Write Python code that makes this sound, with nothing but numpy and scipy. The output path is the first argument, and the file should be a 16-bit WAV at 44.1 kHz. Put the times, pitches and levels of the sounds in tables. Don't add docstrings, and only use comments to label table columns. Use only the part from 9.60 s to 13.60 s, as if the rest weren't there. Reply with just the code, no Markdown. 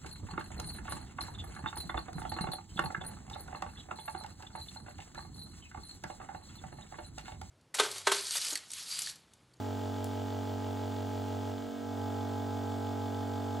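import sys
import numpy as np
from scipy import signal
from scipy.fft import rfft, irfft, next_fast_len
from scipy.io import wavfile
from scipy.ndimage import map_coordinates

SR = 44100
rng = np.random.default_rng(int(sys.argv[2]) if len(sys.argv) > 2 else 0)


def dump_mix(stems):
    frames = np.atleast_2d(stems).T
    limited = np.clip(frames, -1, 1)
    pcm = np.round(limited * 32767).astype(np.int16)
    wavfile.write(sys.argv[1], SR, pcm)


N = 176400

SHAFT_HZ, HUM_HZ, TOP_HZ = 46.97, 100.03, 16850
DIP_START_S, HUM_NULL_S, DIP_END_S = 1.87, 2.13, 2.42
# time of a stroke in seconds, time of a beat peak in
# seconds, trim of rattle, puffs and slaps in dB, trim of the hiss in dB.
STRETCHES = [(.0015, 0.048, 0.5, 0.5), (.0113, 2.45, -0.6, 0.36)]
# frequency in Hz, left-right correlation from -1 to 1.
CORRELATION = [(50, 0.49), (300, -0.24), (900, -0.013), (2000, 1), (3300, 0.68), (5500, 1), (7500, 1),
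               (8300, -0.015), (9800, 0.13), (11000, .8), (12500, -0.31), (14000, -0.89), (15600, 0.96)]

# frequency in Hz, relative density in dB.
HISS_SPECTRUM = [(20, -16), (45, 0), (130, -1.5), (300, 6), (800, 2), (1200, -8), (2300, -7), (3400, -9),
                 (5000, -8), (7800, -7.5), (8200, -9.5), (12200, -18), (13200, -18), (14200, -4.5),
                 (15550, -6), (16100, -40)]
# frequency in Hz, relative level in dB, 60 dB decay in seconds.
FOIL_MODES = [(5500, -5, .003), (7500, 2, .005), (10000, -5, .006), (12000, -4.5, .004), (15700, -4, .004)]
# frequency in Hz, relative density in dB.
TAIL_SPECTRUM = [(3000, -25), (7000, 1), (10300, 5), (13000, -12), (16000, -17)]
# multiple of the hum rate, level in dB, left over right in dB.
HUM_PARTIALS = [(1, -40.1, -1.8), (2, -70, 0), (3, -72, 0), (4, -78, 0)]
# shaft order, relative levels in dB before and after the dip.
WHINE_ORDERS = [(40, -72, -72), (42, -73, -75), (47, -71, -73), (51, -73, -75), (60, -73, -73),
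                (66, -76, -75), (68, -74, -76), (70, -73, -78), (73, -72, -73), (74, -76, -75),
                (75, -73, -71), (81, -75, -80), (82, -76, -78), (84, -75, -77), (94, -76, -80),
                (166, -82, -79)]
# frequency in Hz, relative density in dB.
PUFF_SPECTRUM = [(200, -30), (600, -0.5), (900, 2), (1150, -3), (1350, 0), (1600, -6), (1850, -4),
                 (2300, -24), (3000, -4), (3450, -6), (4100, -10), (7000, -20.5), (12000, -42)]
# frequency in Hz, relative level in dB, 60 dB decay in seconds.
VALVE_MODES = [(3100, -6.5, .035), (3472, -0.5, 0.034), (4420, -8, 0.043)]
# frequency in Hz, relative density in dB.
RATTLE_SPECTRUM = [(1700, -55), (1950, -9), (2600, -3), (3000, -1.5), (3450, 1.5), (4000, -3.5),
                   (4900, -4.5), (5700, -10.5), (6600, -6), (7700, -8.5), (8300, -21), (12000, -31)]

# shaft order, levels in dB before and after the dip, relative
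# level of its side tones in dB, left over right in dB, lead of the left side in radians.
DRONE_ORDERS = [(1, -72, -73, -84, 0, -0.2), (2, -62, -64, -82, -3, -0.6), (3, -71, -75, -79, 0, 0.1),
                (4, -63, -63, -64, -2, -0.2), (5, -44, -43, -69, -11, -0.3), (6, -45, -44, -62, 0, 0.3),
                (7, -61, -63, -63, 2, -0.6), (8, -59, -57, -65, -5, 0.4), (9, -49, -49, -64, -1, -0.0),
                (10, -50, -49, -60, 0, 1.1), (11, -55, -59, -64, -5, 2.5), (12, -62, -66, -70, 2, 1.3),
                (13, -52, -55, -60, 4, 0.6), (14, -54, -52, -65, 2, 0.3), (15, -55, -53, -64, 0, -1.0),
                (16, -60, -60, -63, -9, 0.2), (17, -55, -51, -62, -3, -1.6), (18, -48, -46, -60, 1, 0.3),
                (19, -59, -63, -64, 6, -1.6), (20, -63, -65, -72, -14, -0.6), (21, -63, -60, -70, -2, 0.8),
                (22, -65, -62, -72, -4, 0.8), (23, -70, -69, -72, -9, 0.7), (24, -85, -78, -77, 4, -1.4),
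                (25, -72, -65, -74, -1, 0.8), (26, -65, -64, -71, 2, -0.5), (27, -67, -67, -75, -1, -0.5),
                (28, -63, -60, -69, -1, -0.3), (29, -71, -71, -70, 5, 1.2), (30, -75, -70, -72, -5, 1.0),
                (31, -76, -82, -77, 8, 0.1), (32, -81, -70, -77, 3, 0.3), (33, -64, -62, -76, -1, -0.0),
                (34, -70, -71, -78, 0, -0.0), (35, -67, -66, -80, 0, 0.1), (36, -81, -79, -79, 1, -0.1)]
# frequency in Hz, exponent of the fade.
DRONE_FADE_POWER = [(230, 1.1), (450, 0.95), (850, 1.1), (1500, 1)]
# frequency in Hz, phase spread in radians.
CASE_SMEAR = [(400, 2.2), (650, 0.79), (1700, 0.63)]
THROB_HZ, THROB_WIDTH_HZ, THROB_DEPTH = 846, 15, 0.26
FLUTTER_DEPTH, FLUTTER_PER_ORDER = 0.0083, 0.0023


def amp(db):
    return 10 ** (np.asarray(db) / 20)


def unit(x):
    return x / np.sqrt(np.mean(x ** 2) + 1e-20)


def along(points, hz):
    freqs, values = np.transpose(points)
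    return np.interp(np.log(hz + 1), np.log(freqs + 1), values)


def clock():
    return np.arange(N) / SR


def wobble(rate):
    coarse = clock()[::100]
    curve = map_coordinates(rng.standard_normal(1024), [coarse * rate], mode="wrap")
    return np.interp(clock(), coarse, curve)


def filtered(x, response):
    size = next_fast_len(N + SR // 2)
    return irfft(rfft(x, size) * response(np.fft.rfftfreq(size, 1 / SR)), size)[..., :N]


def coloured(pair, spectrum):
    def mid_side_gains(hz):
        width = np.arccos(np.clip(along(CORRELATION, hz), -1, 1)) / 2
        return amp(along(spectrum, hz)) * [np.cos(width), np.sin(width)]
    mid, side = filtered(pair, mid_side_gains)
    return unit(np.array([mid + side, mid - side]))


def noise(spectrum):
    return coloured(rng.standard_normal((2, N)), spectrum)


def tone(angle, balance_db, lead=0):
    sides = np.array([[.5], [-.5]])
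    return np.sqrt(2) * unit(amp(sides * balance_db)) * np.cos(angle + sides * lead)


def ring(modes, t):
    return sum(amp(db - 60 * t / t60) * np.sin(2 * np.pi * hz * t) for hz, db, t60 in modes)


def stroke(turns, swing_db):
    return unit(amp(swing_db * np.cos(2 * np.pi * turns)))


def room_hiss(trim_db):
    return amp(-56 + trim_db) * noise(HISS_SPECTRUM)


def foil_tick(start_s=.4439, tail_t60_s=.19):
    t = np.maximum(clock() - start_s, 0)
    snap = amp(-35) * ring(FOIL_MODES, t)
    tail = (t > 0) * amp(-55 - 60 * t / tail_t60_s) * noise(TAIL_SPECTRUM)
    return snap + tail


def motor_hum():
    angle = 2 * np.pi * HUM_HZ * clock()
    return sum(amp(db) * tone(k * angle, balance_db) for k, db, balance_db in HUM_PARTIALS)


def steel_whine(turns, beat, column, trim_db=-1, beat_depth=0.44, wander_rad=0.38):
    out = np.zeros(N)
    for row in WHINE_ORDERS:
        order, db = row[0], row[column]
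        phase, beat_lag = rng.uniform(0, 2 * np.pi, 2)
        angle = 2 * np.pi * order * turns + phase + wander_rad * wobble(14)
        swell = 1 + beat_depth * np.cos(beat + beat_lag)
        out += amp(db + trim_db) * swell * np.sqrt(2) * np.cos(angle)
    return out


def air_puffs(turns):
    return amp(-58) * stroke(turns, swing_db=5) * noise(PUFF_SPECTRUM)


def valve_slaps(turns, beat, spread_db=2.5, beat_db=2, jitter_s=.00015):
    due = np.flatnonzero(np.diff(np.floor(turns)))
    force, delay = rng.standard_normal((256, 2))[:len(due)].T
    hits = np.clip(due + np.round(delay * jitter_s * SR).astype(int), 0, N - 1)
    slaps = np.zeros(N)
    slaps[hits] = amp(spread_db * force + beat_db * np.cos(beat[due]))
    ringing = signal.fftconvolve(slaps, ring(VALVE_MODES, clock()[:SR // 20]))[:N]
    return amp(-65) * unit(ringing)


def valve_rattle(turns, beat, beat_db=1):
    turn_samples = round(SR / SHAFT_HZ)
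    one_turn = rng.standard_normal((2, turn_samples))
    position = turns % 1 * turn_samples
    clatter = np.array([map_coordinates(row, [position], mode="grid-wrap") for row in one_turn])
    gain = amp(-60.5 + beat_db * np.cos(beat)) * stroke(turns, swing_db=1.1)
    return gain * coloured(clatter, RATTLE_SPECTRUM)


def ringing_phases(levels_db):
    log_gain = np.log(amp(np.pad(levels_db, (1, len(levels_db)), mode="edge")))
    mirrored = np.r_[log_gain, log_gain[-2:0:-1]]
    return -np.imag(signal.hilbert(mirrored))[1:]


def case_drone(turns, beat, column, fade, side_trim_db=-1, ripple_falloff=0.54):
    out = np.zeros((2, N))
    levels_db = np.transpose(DRONE_ORDERS)[column]
    ripples = np.array([ripple_falloff ** j * np.exp(1j * (j + 1) * beat) for j in range(3)])
    for row, db, phase in zip(DRONE_ORDERS, levels_db, ringing_phases(levels_db)):
        order, _, _, side_db, balance_db, lead = row
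        hz = order * SHAFT_HZ
        swell, bend = unit(np.real(np.exp(2j * np.pi * rng.random((2, 3))) @ ripples))
        in_band = np.exp(-((hz - THROB_HZ) / THROB_WIDTH_HZ) ** 2)
        throb = in_band * THROB_DEPTH * np.cos(beat)
        flutter = (FLUTTER_DEPTH + FLUTTER_PER_ORDER * order) * (wobble(30.05) + 1j * wobble(29.7))
        side_tones = amp(side_db + side_trim_db) * ((1 - in_band) * swell + 1j * bend) / np.sqrt(2)
        envelope = amp(db) * (1 + throb + flutter) + side_tones
        smear = along(CASE_SMEAR, hz) * rng.standard_normal()
        angle = 2 * np.pi * order * turns + phase + smear + np.angle(envelope)
        out += fade ** along(DRONE_FADE_POWER, hz) * abs(envelope) * tone(angle, balance_db, lead)
    return out


def pump(stretch, fade):
    stroke_s, beat_s, valve_trim_db, hiss_trim_db = STRETCHES[stretch]
    column = 1 + stretch
    turns = SHAFT_HZ * (clock() - stroke_s)
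    beat = 2 * np.pi * (HUM_HZ - 2 * SHAFT_HZ) * (clock() - beat_s)
    valves = valve_rattle(turns, beat) + air_puffs(turns) + valve_slaps(turns, beat)
    mechanism = amp(valve_trim_db) * valves + steel_whine(turns, beat, column)
    hiss = room_hiss(hiss_trim_db)
    return fade ** 0.95 * hiss + fade * mechanism + case_drone(turns, beat, column, fade)


def scene():
    after_dip = np.interp(clock(), [DIP_START_S, DIP_END_S], [0, 1])
    hum_gain = np.interp(clock(), [DIP_START_S, HUM_NULL_S, DIP_END_S], [1, 0, -1])
    return pump(0, 1 - after_dip) + pump(1, after_dip) + hum_gain * motor_hum() + foil_tick()


def record(dry):
    return filtered(dry, lambda hz: hz < TOP_HZ)


dry = scene()
out = record(dry)
dump_mix(out)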